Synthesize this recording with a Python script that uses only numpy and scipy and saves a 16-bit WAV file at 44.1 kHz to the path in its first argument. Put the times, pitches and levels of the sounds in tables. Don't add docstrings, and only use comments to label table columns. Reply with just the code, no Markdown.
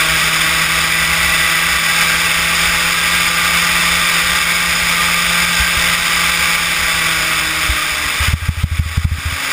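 import sys
import numpy as np
from scipy import signal
from scipy.fft import rfft, irfft, next_fast_len
from scipy.io import wavfile
from scipy.ndimage import uniform_filter1d, minimum_filter1d

SR = 44100
rng = np.random.default_rng(int(sys.argv[2]) if len(sys.argv) > 2 else 0)


def unload_audio(sound):
    columns = np.transpose(np.atleast_2d(sound))
    steps = np.round(np.clip(columns, -1, 1) * 32767)
    wavfile.write(sys.argv[1], SR, steps.astype(np.int16))


N = 419832
TIME = np.arange(N) / SR

# pitch_hz, width_hz, relative_db
CASE_RESONANCES = [(517, 130, -18), (634, 82, -11.5), (860, 138, -11.5), (1030, 72, -13.5),
                   (1169, 151, -2.5), (1277, 59, -1.5), (1438, 135, -2), (1597, 88, 0.5), (1634, 80, -12),
                   (1860, 204, -3), (1971, 115, 0.5), (2138, 210, -1.5), (2277, 175, 1), (2425, 155, 0.5),
                   (2645, 130, -0.5), (2944, 160, -5), (3226, 123, -3.5), (3544, 260, -0.5),
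                   (3860, 77, -5.5), (4784, 153, -6), (5048, 290, -4), (5370, 67, -13.5)]
# pitch_hz, relative_db
CASE_BROAD_RING = [(100, -14), (250, -17), (420, -18), (750, -21), (1100, -14.5), (2200, -11), (3100, -11),
                   (4200, -14.5), (5500, -9.5), (6000, -16)]


def from_db(db):
    return 10 ** (np.asarray(db) / 20)


def unit_power(x):
    return x / np.sqrt(np.mean(x ** 2) + 1e-20)


def curve(rows):
    return np.interp(TIME, *np.transpose(rows))


def ramp(t, start_s, length_s):
    return np.clip((t - start_s) / length_s, 0, 1)


def swell(peak_s, spread_s):
    return np.exp(-.5 * ((TIME - peak_s) / spread_s) ** 2)


def drift(rate_hz):
    step, warm_up = 40, 2000
    pole = np.exp(-2 * np.pi * rate_hz * step / SR)
    noise = rng.standard_normal(N // step + warm_up + 2)
    slow = signal.lfilter([1], [1, -2 * pole, pole * pole], noise)[warm_up:]
    return np.interp(np.arange(N) / step, np.arange(len(slow)), unit_power(slow))


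def resonate(x, peaks, broad):
    size = next_fast_len(N)
    hz = np.arange(size // 2 + 1) * SR / size + 1e-3
    broad_hz, broad_db = np.transpose(broad)
    power = from_db(np.interp(np.log(hz), np.log(broad_hz), broad_db, left=-90, right=-90)) ** 2
    for pitch_hz, width_hz, level_db in peaks:
        power += (from_db(level_db) / (1 + (2 * (hz - pitch_hz) / width_hz) ** 2)) ** 2
    return unit_power(irfft(rfft(x, size) * np.sqrt(power), size)[:N])


def easing_off():
    return ramp(TIME, start_s=6.44, length_s=1.46) - 0.33 * ramp(TIME, start_s=9.33, length_s=0.25)


def exhaust(turns, speed, boost_db=1.0, fade_above_hz=158.2, fade_db_per_hz=0.75):
    # time_s, level_db
    hum_levels = [(0.0, -32), (0.13, -29.5), (3.09, -32.5), (3.95, -29), (3.97, -32), (5.4, -28),
                  (6.9, -36), (7.06, -32), (8.15, -43.5)]
    hum = from_db(curve(hum_levels) + boost_db + 0.5 * drift(8)) * np.sin(2 * np.pi * turns)
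    octave_db = -36.5 - fade_db_per_hz * np.maximum(speed - fade_above_hz, 0) - 4 * easing_off()
    octave = from_db(octave_db + 2 * drift(4.7)) * np.sin(4 * np.pi * turns)
    return np.sqrt(2) * (hum + octave)


def frame_vibration(full_throttle_db=-14, ease_drop_db=4.5, waver_db=0.16):
    # peak_s, rise_db
    flares = [(2.02, 2), (4.5, 1), (5.61, 2.5), (7.65, 1.5), (8.255, 3)]
    throttle_db = full_throttle_db - ease_drop_db * easing_off()
    flare_db = sum(rise_db * swell(peak_s, spread_s=0.02) for peak_s, rise_db in flares)
    return from_db(throttle_db + flare_db + waver_db * drift(6.5))


def overtones(turns, flutter_db=1.0, phase_slip_rad=0.26):
    # multiple_of_engine_speed, relative_db
    engine_tones = [(3, 4.5), (4, 4), (5, 3.5), (6, 1.5), (7, 4), (8, 1.5), (9, 1.5), (10, -20), (11, 1),
                    (12, 1), (13, 0.5), (14, -4), (15, -19), (16, 1.5)]
    tones = np.zeros(N)
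    for multiple, strength_db in engine_tones:
        phase = 2 * np.pi * (multiple * turns + rng.random()) + phase_slip_rad * drift(24)
        tones += from_db(strength_db + flutter_db * drift(3.3)) * np.sin(phase)
    return from_db(-9) * resonate(tones, CASE_RESONANCES, CASE_BROAD_RING)


def case_buzz(turns, taps_per_s=9000, uneven_db=0.5, hiss_db=-2, throb_db=0.65):
    taps = unit_power((rng.random(N) < taps_per_s / SR) * rng.standard_normal(N))
    turn_number = turns.astype(int)
    each_turn_db = uneven_db * rng.standard_normal(turn_number.max() + 1)[turn_number]
    force = from_db(throb_db * np.cos(2 * np.pi * turns) + each_turn_db)
    hiss = from_db(hiss_db) * rng.standard_normal(N)
    return resonate(force * (taps + hiss), CASE_RESONANCES, CASE_BROAD_RING)


def soften(buzz, speed, cutoff_hz=2600, depth=0.52):
    dull_share = depth * (1 - speed / speed.max())
    dull = signal.sosfiltfilt(signal.butter(2, cutoff_hz, fs=SR, output="sos"), buzz)
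    return (1 - dull_share) * buzz + dull_share * unit_power(dull)


def road_shake(speed, pitch_hz=66, width_hz=24, top_speed_db=-30.5, drop_db_per_hz=0.25):
    rumble = [(12, -21), (30, -4.5), (100, -44), (160, -15), (300, -32)]  # pitch_hz, relative_db
    shake = resonate(rng.standard_normal(N), [(pitch_hz, width_hz, 0)], rumble)
    level_db = top_speed_db - drop_db_per_hz * (speed.max() - speed)
    patches_db = 1.6 * drift(6.3)
    return from_db(level_db + patches_db) * shake


def rattles(flicker_hz=28):
    # peak_s, pitch_hz, level_db, spread_s
    loose_parts = [(1.4, 1971, -20, 0.52), (2.043, 1610, -23, 0.17), (3.086, 1613, -20, 0.069),
                   (4.507, 2217, -17.5, 0.05), (4.6, 5050, -27, 0.28), (3.7, 1194, -24.5, 0.27),
                   (5.087, 1200, -22, 0.15), (5.633, 1576, -17.5, 0.04), (6.5, 2283, -21, 0.13),
                   (7.624, 1247, -24.5, .05), (7.804, 1238, -26.5, 0.06), (8.263, 1620, -27, 0.014),
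                   (8.255, 2960, -21, 0.015)]
    flicker = drift(flicker_hz) + 1j * drift(flicker_hz)
    out = np.zeros(N)
    for peak_s, pitch_hz, level_db, spread_s in loose_parts:
        ring = np.real(flicker * np.exp(2j * np.pi * pitch_hz * TIME))
        out += from_db(level_db) * swell(peak_s, spread_s) * ring
    return out


def jolts(free_hz=62.7, loaded_hz=80.4, build_s=0.016, fade_60_db_s=0.12, contact_s=0.0017, recoil=0.55):
    # start_s, strength_db, knock_share (size of the knock next to the swing)
    chassis_jolts = [(1.11, -12, 0), (2.67, -7, 0), (3.91, -14, 0), (4.82, -13, 0), (5.595, 3, 0),
                     (5.763, -4, 0.21), (6.935, -9, 0), (7.688, 2, 0.12), (7.915, -16, 0.41),
                     (8.05, -9, 0.15), (8.2, 1, 0.046), (8.277, 3.5, 0.31), (8.331, 11.5, 1.06),
                     (8.416, 6, 0.05), (8.483, 13.5, .9), (8.569, 7, 0.071), (8.633, 14.5, 1.3),
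                     (8.711, 13, 0.1), (8.789, 16.5, 0.6), (8.853, 7, 0.18), (8.903, -1, 0),
                     (8.971, 13, 0.67), (9.044, 17, 0.86), (9.111, 14, 0.16), (9.177, -5.5, 0.73),
                     (9.252, 5, 0.077), (9.319, -3.5, 0.29)]
    crack_shape = [(150, -4), (500, -2), (2500, -11), (6000, -19)]  # pitch_hz, relative_db
    crack = from_db(-26) * resonate(rng.standard_normal(N), [], crack_shape)
    out = np.zeros(N)
    for start_s, strength_db, knock_share in chassis_jolts:
        pitch_hz = free_hz + (loaded_hz - free_hz) * ramp(start_s, 8.0, length_s=0.33)
        span = slice(int(start_s * SR), int((start_s + .3) * SR))
        age_s = np.maximum(TIME[span] - start_s, 0)
        rise_and_fade = from_db(-60 * age_s / fade_60_db_s) * (1 - np.exp(-age_s / build_s))
        swing = rise_and_fade * np.sin(2 * np.pi * pitch_hz * age_s)
        from_hit = (age_s - 0.71 / pitch_hz) / contact_s
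        knock = (1 - recoil * from_hit ** 2 + crack[span]) * np.exp(-.5 * from_hit ** 2)
        out[span] += from_db(strength_db) * (knock_share * knock - swing)
    return out


def scene():
    # time_s, turns_per_s
    engine_speeds = [(0.0, 159.9), (1.25, 165.6), (1.75, 165.9), (3.4, 170.3), (4.1, 170.4), (5.5, 172.8),
                     (6.0, 170.6), (6.7, 168.5), (7.0, 163.8), (7.75, 155.4), (9.25, 134.2), (9.52, 135.3)]
    speed = curve(engine_speeds) * (1 + .002 * drift(6))
    turns = np.cumsum(speed) / SR
    buzz = from_db(1) * soften(case_buzz(turns), speed)
    engine = exhaust(turns, speed) + frame_vibration() * (overtones(turns) + buzz)
    return (engine + rattles() + road_shake(speed) + jolts())[None]


def sample_and_hold(x, rate_hz=12000, steps=4):
    slow = signal.resample_poly(x, rate_hz, SR, axis=-1, window=("kaiser", 5))
    held = np.repeat(slow, steps, axis=-1)
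    return signal.resample_poly(held, SR, steps * rate_hz, axis=-1)[:, :N]


def gain_control(x, ceiling_db=-1, recover_s=0.17, smooth_samples=170):
    over_db = np.maximum(20 * np.log10(np.abs(x) + 1e-9) - ceiling_db, 1e-6)
    recovery = TIME / recover_s
    cut_db = np.exp(np.maximum.accumulate(np.log(over_db) + recovery, axis=-1) - recovery)
    gain_db = minimum_filter1d(-cut_db, size=smooth_samples)
    return x * from_db(uniform_filter1d(gain_db, size=smooth_samples))


def record(dry, low_cut_hz=22, high_cut_hz=15350):
    limited = gain_control(sample_and_hold(dry))
    trimmed = signal.sosfilt(signal.butter(1, low_cut_hz, "high", fs=SR, output="sos"), limited)
    return signal.sosfilt(signal.ellip(12, .1, 90, high_cut_hz, fs=SR, output="sos"), trimmed)


dry = scene()
out = record(dry)
unload_audio(out)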